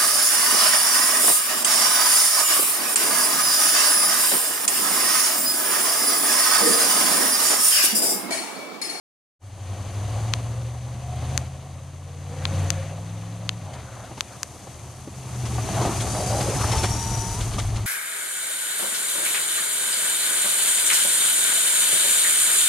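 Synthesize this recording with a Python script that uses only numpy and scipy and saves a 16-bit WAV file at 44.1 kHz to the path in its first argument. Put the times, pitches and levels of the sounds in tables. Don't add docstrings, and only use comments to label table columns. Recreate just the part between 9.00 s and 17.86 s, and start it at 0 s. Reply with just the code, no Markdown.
import sys
import numpy as np
from scipy import signal
from scipy.fft import rfft, irfft, next_fast_len
from scipy.io import wavfile
from scipy.ndimage import map_coordinates

SR = 44100
rng = np.random.default_rng(int(sys.argv[2]) if len(sys.argv) > 2 else 0)


def to_wav(sig):
    pcm = np.clip(np.atleast_2d(sig), -1, 1) * 32767
    pcm = np.round(pcm).astype(np.int16)
    wavfile.write(sys.argv[1], SR, pcm.T)


N = 390726
TIME = np.arange(N) / SR


def amp(db):
    return 10 ** (np.asarray(db) / 20)


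def unit(x):
    return x / np.sqrt(np.mean(x ** 2) + 1e-20)


def along(points, hz):
    f, values = np.transpose(points)
    return np.interp(np.log(hz + 1), np.log(f + 1), values)


def curves(rows):
    times, *columns = np.transpose(rows)
    return [np.interp(TIME, times, column) for column in columns]


def sounding(rows):
    return (TIME > rows[0][0]) & (TIME < rows[-1][0])


def wobble(rate):
    knots = rng.standard_normal(int(N * rate / SR) + 4)
    return map_coordinates(knots, [TIME * rate])


def filtered(x, response):
    size = next_fast_len(N + SR // 2)
    return irfft(rfft(x, size) * response(np.fft.rfftfreq(size, 1 / SR)), size)[..., :N]


def add(track, onset, sound):
    part = track[..., round(onset * SR):][..., :sound.shape[-1]]
    part += sound[..., :part.shape[-1]]


def tone(hz):
    return np.sqrt(2) * np.sin(2 * np.pi * (np.cumsum(hz) / SR + rng.random()))


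def narrowband(hz, half_width_hz):
    phase = 2 * np.pi * np.cumsum(hz) / SR
    return unit(wobble(2 * half_width_hz) * np.cos(phase) + wobble(2 * half_width_hz) * np.sin(phase))


# f/Hz, coherence
COHERENCE = [(30, 0.88), (130, 1), (280, 0.85), (1000, 0.87), (3000, 0.99), (6000, 0.9), (10000, 0.98),
             (14000, 0.5)]

def rush(spectrum, grain=1):
    def colour(hz):
        angle = np.arccos(np.clip(along(COHERENCE, hz), -1, 1)) / 2
        return amp(along(spectrum, hz)) * [np.cos(angle), np.sin(angle)]
    mid, side = filtered(grain * rng.standard_normal((2, N)), colour)
    return unit(np.array([mid + side, mid - side]))


# t/s, level/dB
TRUCK_LEVEL = [(.45, -56.5), (.7, -47), (1.22, -42.5), (1.8, -49.5), (2.08, -48), (2.34, -42), (2.52, -51),
               (3.0, -54), (3.22, -51), (3.6, -39.5), (3.95, -48.5), (5.1, -50), (6.08, -51), (6.8, -35),
               (7.08, -38.5), (7.75, -34), (7.98, -39), (8.86, -43.5)]
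# t/s, nearness (0 to 1)
NEARNESS = [(0, 0.14), (4.2, 0.01), (5.5, 0.34), (6.6, 0.82), (8.86, 1)]
# t/s, f/Hz
CYCLE_RATE = [(.8, 11.8), (1.02, 12.6), (1.2, 13.7), (1.52, 14.55), (2.02, 15.55), (2.47, 16.75),
              (2.98, 17.65), (3.79, 19.1), (4.11, 20.9), (4.36, 21.75), (4.57, 22), (4.76, 16.1),
              (5.0, 14.15), (5.6, 16), (6.1, 16.3), (6.55, 14.92), (7.05, 14), (7.8, 14.3), (8.86, 13.3)]
# t/s, level/dB
THROTTLE_LEVEL = [(.5, -3.5), (.85, -4.5), (1.2, -0.5), (1.65, 0), (2.3, -0.5), (4.55, -1.5), (5.0, -9.5),
                  (5.25, -20), (5.55, -21), (5.85, -6), (6.58, -6), (6.8, -11), (7.15, -10.5), (7.8, -15.5),
                  (8.75, -0.5)]
# order, level/dB
EXHAUST_ORDERS = [(3, -8.5), (4, -15), (5, 0.5), (6, -23), (7, -7.5), (8, 1), (9, -19.5), (10, -15.5),
                  (11, -17.5), (12, -22), (13, -12.5), (14, -27), (16, -19)]
# f/Hz, level/dB
PIPE_RESPONSE = [(40, -25), (60, -19), (70, -11), (82, -4), (94, 0), (104, 0), (118, 1), (134, -4.5),
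                 (150, -7.5), (175, -6.5), (200, -8.5), (235, -15.5), (290, -5), (400, -41)]
# f/Hz, level/dB
RUMBLE_SPECTRUM = [(35, -44), (62, -1), (85, 4), (110, 4), (135, 2), (160, -9.5), (195, 0), (250, -21),
                   (400, -19), (900, -67)]

def engine():
    cycle_hz, = curves(CYCLE_RATE)
    truck_db, = curves(TRUCK_LEVEL)
    throttle_db, = curves(THROTTLE_LEVEL)
    near, = curves(NEARNESS)
    cycle_hz *= 1 + (0.002 + 0.024 * near) * wobble(24)
    lope_below_hz = 16.5
    slowness = np.clip((lope_below_hz - cycle_hz) / (lope_below_hz - cycle_hz.min()), 0, 1)
    boost_db = {5: 11 * np.exp(-((TIME - 7.8) / 0.32) ** 2),
                9: 17 * slowness ** 2}
    harmonics = np.zeros(N)
    for order, db in EXHAUST_ORDERS:
        hz = order * cycle_hz
        waver_db = (0.9 + 2.4 * near) * wobble(12)
        harmonics += amp(db + boost_db.get(order, 0) + along(PIPE_RESPONSE, hz) + waver_db) * tone(hz)
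    throb = 1 + 0.35 * tone(cycle_hz)
    rumble = amp(4.5 + 4.2 * near) * unit(throb * rush(RUMBLE_SPECTRUM))
    return amp(truck_db) * (amp(15.5 + throttle_db) * harmonics + rumble)


# f/Hz, level/dB
FAR_SPECTRUM = [(120, -56), (250, 1.5), (400, -5.5), (540, -2.5), (620, 0.5), (730, -0.5), (900, -4.5),
                (1150, -5), (1400, -14), (2200, -20), (5000, -67)]
CLOSE_SPECTRUM = [(120, -42), (240, 1.5), (400, 3), (520, -5.5), (700, 3), (900, -2.5), (1200, -3.5),
                  (1600, -14), (2400, -20), (5000, -67)]
# f/Hz, half-width/Hz, level/dB
STEEL_MODES = [(535, 26, -6), (737, 28, -7.5)]

def scrape():
    truck_db, = curves(TRUCK_LEVEL)
    near, = curves(NEARNESS)
    cycle_hz, = curves(CYCLE_RATE)
    shake_db = 0.3 * tone(cycle_hz)
    far = rush(FAR_SPECTRUM, grain=amp(shake_db + 1.86 * wobble(70)))
    close = rush(CLOSE_SPECTRUM, grain=amp(1.7 * wobble(110) + 1.1 * wobble(25)))
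    friction = np.sqrt(1 - near) * far + np.sqrt(near) * close
    steel = sum(amp(db) * narrowband(hz * (1 + 0.02 * wobble(3)), half_width)
                for hz, half_width, db in STEEL_MODES)
    return amp(truck_db) * (amp(3) * friction + (1 - near) * steel)


# f/Hz, level/dB
GRAIN_SPECTRUM = [(600, -17), (1300, 2), (1650, 2), (1950, 3.5), (2700, 4), (3800, 1.5), (4700, 0.5),
                  (5300, -8), (7000, -3), (12000, -39)]
SLAB_SPECTRUM = [(600, 7), (1400, 5.5), (1680, -3), (2000, 5), (2600, 1.5), (3250, 6), (3700, 3),
                 (4250, 4.5), (5200, -1.5), (7000, 1.5), (8000, -4), (9500, -1), (14000, -30)]
# t/s, level/dB
SLAB_BREAKS = [(4.73, -46), (4.79, -52), (5.035, -50), (5.172, -44.5), (5.32, -52), (6.45, -39.5),
               (6.812, -35.5), (7.0, -35), (7.401, -34), (7.713, -30.5), (7.765, -35), (7.829, -28),
               (8.403, -35.5), (8.53, -39), (8.582, -32), (8.755, -38)]

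def snow_crunch():
    truck_db, = curves(TRUCK_LEVEL)
    bursts, t = np.zeros(N), np.arange(SR // 4) / SR
    for onset, db in SLAB_BREAKS:
        add(bursts, onset, amp(db) * t / 0.0073 * np.exp(1 - t / 0.0099))
    grains = rush(GRAIN_SPECTRUM, grain=amp(0.73 * wobble(900) + 0.94 * wobble(60)))
    slabs = rush(SLAB_SPECTRUM, grain=amp(2.3 * wobble(1200)))
    return amp(truck_db - 3) * grains + bursts * slabs


# f/Hz, level/dB
SPRAY_SPECTRUM = [(2500, -11), (4600, -5), (5100, -10), (5500, -8.5), (5900, 4), (6350, 4.5), (7100, -2.5),
                  (9000, -0.5), (10500, -5), (12500, -13.5), (14500, -31), (16000, -73)]

def snow_spray():
    truck_db, = curves(TRUCK_LEVEL)
    return amp(truck_db - 5) * rush(SPRAY_SPECTRUM, grain=amp(0.99 * wobble(1000)))


# f/Hz, level/dB
WIND_SPECTRUM = [(15, -13), (30, -7), (42, 15), (56, -22), (90, -32), (200, -51)]

def wind():
    truck_db, = curves(TRUCK_LEVEL)
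    near, = curves(NEARNESS)
    gust_db = 2.2 * wobble(6.8)
    return amp(truck_db - 10 - 4 * near + gust_db) * rush(WIND_SPECTRUM)


# t/s, duration/s, centre f/Hz, level/dB
BITES = [(1.12, 0.14, 680, -42), (3.4, 0.73, 600, -48.5), (3.3, 0.67, 1670, -50.5),
         (3.4, 0.63, 2400, -53.5), (4.62, 0.21, 670, -44.5), (4.95, 0.125, 670, -46),
         (4.701, 0.43, 1270, -50), (4.7, 0.14, 2000, -54), (5.286, 0.098, 1210, -49.5),
         (6.73, 0.194, 700, -31.5), (6.78, 0.133, 380, -32.5), (6.75, 0.23, 1010, -38),
         (7.119, 0.11, 680, -30.5), (7.151, 0.186, 570, -34), (7.281, 0.154, 590, -30),
         (7.415, 0.15, 450, -30.5), (7.607, 0.02, 1050, -28), (7.63, 0.02, 1110, -26.5),
         (7.671, 0.114, 764, -33.5)]

def grinding():
    out = np.zeros(N)
    judder = amp(2.2 * wobble(80))
    for onset, duration, hz, db in BITES:
        count = int(duration * SR)
        friction = rng.standard_normal(count) * judder[round(onset * SR):][:count]
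        band = signal.butter(2, [hz / 1.25, hz * 1.25], "band", fs=SR, output="sos")
        grind = unit(signal.sosfilt(band, friction))
        add(out, onset, amp(db) * signal.windows.tukey(count, 0.5) * grind)
    return out


# f/Hz, T60/s
CASE_MODES = [(1050, 0.0082), (2500, 0.0028), (4000, 0.003), (6500, 0.0016)]
# t/s, knock level/dB, snap level/dB, ring level/dB, left-right difference of snap and ring/dB
CASE_CLICKS = [(1.3372, -10, -0.5, -2.5, 14), (2.3770, -21, -5, 3, 11), (3.4539, -11, -3, -9.5, 15),
               (3.7040, -24, -3, 3, 15), (4.4923, -16, -3.5, -5.5, 14), (5.2079, -13, -2, -2, 10.5),
               (5.4318, -19, -13, -1.5, 6.5)]

def clicks():
    out, t = np.zeros((2, N)), np.arange(SR // 50) / SR
    highpass = signal.butter(2, 800, "high", fs=SR, output="sos")
    knock, low, high, ring = [amp(-60 * t / t60) * np.sin(2 * np.pi * hz * t) for hz, t60 in CASE_MODES]
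    for onset, knock_db, snap_db, ring_db, pan_db in CASE_CLICKS:
        snap = amp(snap_db) * (low - high) + amp(ring_db) * ring
        snap += 0.25 * np.interp(t - 0.00063, t, snap, left=0)
        loose_parts = amp(-60 * t / 0.012) * rng.standard_normal(len(t))
        snap += 0.045 * np.convolve(snap, loose_parts)[:len(t)]
        body = amp(knock_db) * knock
        add(out, onset, signal.sosfilt(highpass, [snap - 0.097 * body, amp(-pan_db) * snap - body]))
    return out


# t/s, duration/s, starting f/Hz, level/dB
CATCHES = [(1.4, 0.48, 522, -48), (1.851, 0.79, 707, -44), (2.85, 1, 461, -50), (3.2, 0.98, 517, -44.5),
           (3.477, 0.36, 682, -44)]

def squeals():
    out, rise_per_s = np.zeros(N), 0.08
    for onset, duration, hz, db in CATCHES:
        count = int(duration * SR)
        mode = narrowband(hz * (1 + rise_per_s * TIME), half_width_hz=20)
        add(out, onset, amp(db) * np.hanning(count) * mode[:count])
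    return out


# t/s, level/dB
BAY_LEVEL = [(4.6, -62), (5.4, -51), (6.1, -52), (6.6, -42.5), (6.95, -37), (7.15, -35), (7.7, -34.5),
             (8.0, -35), (8.22, -35.5), (8.4, -38.5), (8.65, -44), (8.86, -55)]
# f/Hz, level/dB
BAY_SPECTRUM = [(2500, -13), (4000, -7), (4700, -1.5), (5250, -4), (5900, 2), (6450, 4), (7200, -1.5),
                (9000, 0), (10500, -3.5), (12500, -12), (14500, -30), (16000, -73)]
# t/s, delay/ms, relative amplitude
GROUND_REFLECTION = [(6.85, 1.6, 0), (7.0, 1.44, .5), (7.12, 1.29, .85), (7.3, 1.265, .85),
                     (7.46, 1.22, .8), (7.6, 1.15, .7), (7.85, 1.1, .55), (7.96, 1.04, .9),
                     (8.1, 1.025, .9), (8.27, 1.02, .7), (8.45, 1, 0)]

def bay_hiss():
    bay_db, = curves(BAY_LEVEL)
    delay_ms, strength = curves(GROUND_REFLECTION)
    direct = rush(BAY_SPECTRUM, grain=amp(1.1 * wobble(1000) + wobble(70)))
    delay_ms *= 1 + 0.008 * wobble(14)
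    earlier = np.arange(N) - delay_ms * SR / 1000
    reflected = np.array([map_coordinates(channel, [earlier]) for channel in direct])
    reflected = filtered(reflected, lambda hz: 1 / (1 + (hz / 12000) ** 12))
    return amp(bay_db) * (direct + strength * reflected) / np.hypot(1, strength)


# f/Hz, bandwidth/Hz, level/dB
FRAME_MODES = [(423, 530, -6.5), (770, 160, 1.5), (1130, 210, -5.5), (2090, 610, -15)]
# t/s, level/dB, thud offset/dB, clunk f/Hz
IMPACTS = [(5.035, -24, -30, 650), (5.11, -22.5, -1, 830), (5.176, -24.5, -4, 900), (5.67, -27.5, -13, 765),
           (6.073, -36, 13.5, 328), (6.581, -12.5, -17, 758), (6.686, -15, -22, 676),
           (6.731, -21, -12, 331), (6.777, -13, -16, 800), (6.85, -10.5, -6, 850), (6.891, -14, -2, 780),
           (7.146, -14, -16, 710), (7.2, -19, -14, 560), (7.319, -19, -18, 620), (7.413, -15, -17, 800),
           (7.668, -18, -14, 720), (7.84, -4.5, -13, 734), (8.58, -14.5, -3, 1200)]

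def knocks():
    def frame_response(f):
        modes = sum((-1) ** k * amp(db) * 1j * f * width / (hz ** 2 - f ** 2 + 1j * f * width)
                    for k, (hz, width, db) in enumerate(FRAME_MODES))
        return modes / (1 + 1j * f / 3000)
    rattle, clunk, thud = np.zeros((3, N))
    t = np.arange(SR // 5) / SR
    attack_s, t60_s = 0.0019, 0.051
    envelope = amp(-60 * t / t60_s) * (1 - np.exp(-t / attack_s))
    for onset, db, thud_db, hz in IMPACTS:
        add(rattle, onset, amp(db + 7.5) * envelope * rng.standard_normal(len(t)))
        add(clunk, onset, amp(db - 8) * envelope * np.sin(2 * np.pi * hz * t))
        add(thud, onset, amp(db + thud_db + 14) * envelope * rng.standard_normal(len(t)))
    dull = signal.butter(2, [110, 380], "band", fs=SR, output="sos")
    return filtered(rattle, frame_response) + clunk + signal.sosfilt(dull, thud)


def unsteady_tone(rows, waver, flutter_db):
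    hz, db = curves(rows)
    envelope = sounding(rows) * amp(db + flutter_db * wobble(40))
    return envelope * tone(hz * (1 + waver * wobble(150)))


# t/s, f/Hz, level/dB
DRIVE_LINE_TONE = [(6.2, 62, -61), (6.6, 58.5, -48), (7.3, 48.7, -46), (8.3, 46.05, -40.5),
                   (8.86, 43.9, -35)]

def drive_line():
    return unsteady_tone(DRIVE_LINE_TONE, waver=0.037, flutter_db=6.5)


# t/s, f/Hz, level/dB
PUMP_TONE = [(6.6, 635, -42), (7.15, 730, -44.5), (7.28, 735, -36.5), (7.37, 812, -35), (7.65, 863, -46),
             (7.78, 886, -34), (7.88, 919, -39.5), (8.1, 907, -39), (8.34, 918, -39.5), (8.39, 990, -43),
             (8.43, 1030, -72)]

def pump():
    return unsteady_tone(PUMP_TONE, waver=0.011, flutter_db=0.5)


# t/s, centre f/Hz, level/dB
HISS_BAND = [(7.05, 4600, -60), (7.15, 4690, -47), (7.33, 4780, -48), (7.47, 5000, -53), (7.6, 5250, -42),
             (7.85, 5520, -39.5), (8.0, 5780, -39), (8.2, 5930, -39.5), (8.35, 6020, -48),
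             (8.42, 6050, -62)]

def rising_hiss_band():
    hz, db = curves(HISS_BAND)
    core = narrowband(hz, half_width_hz=90)
    skirt = narrowband(hz, half_width_hz=240)
    flutter_db = 1.5 * wobble(70)
    return sounding(HISS_BAND) * amp(db + flutter_db) * unit(core + skirt)


# f/Hz, left-right difference/dB
PORT_IMBALANCE = [(30, 2), (500, 0), (1200, 1), (2500, 5), (4500, -1.5), (5500, 14.5), (6300, 15.5),
                  (7200, 3.5), (8500, -5), (10000, -13.5), (15000, -26)]

def port_response(hz):
    gains = amp(np.array([[0.5], [-0.5]]) * along(PORT_IMBALANCE, hz))
    return gains / gains.mean(axis=0)


def scene():
    outdoors = engine() + scrape() + snow_crunch() + snow_spray() + wind() + grinding() + squeals()
    outdoors += bay_hiss() + knocks() + drive_line() + pump() + rising_hiss_band()
    return filtered(outdoors, port_response) + clicks()


def record(dry):
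    start_s, fade_s, cutoff_hz = 0.39, 0.05, 14900
    opening = np.clip((TIME - start_s) / fade_s, 0, 1) ** 2
    return filtered(np.clip(dry * opening, -1, 1), lambda hz: 1 / (1 + (hz / cutoff_hz) ** 120))


dry = scene()
out = record(dry)
to_wav(out)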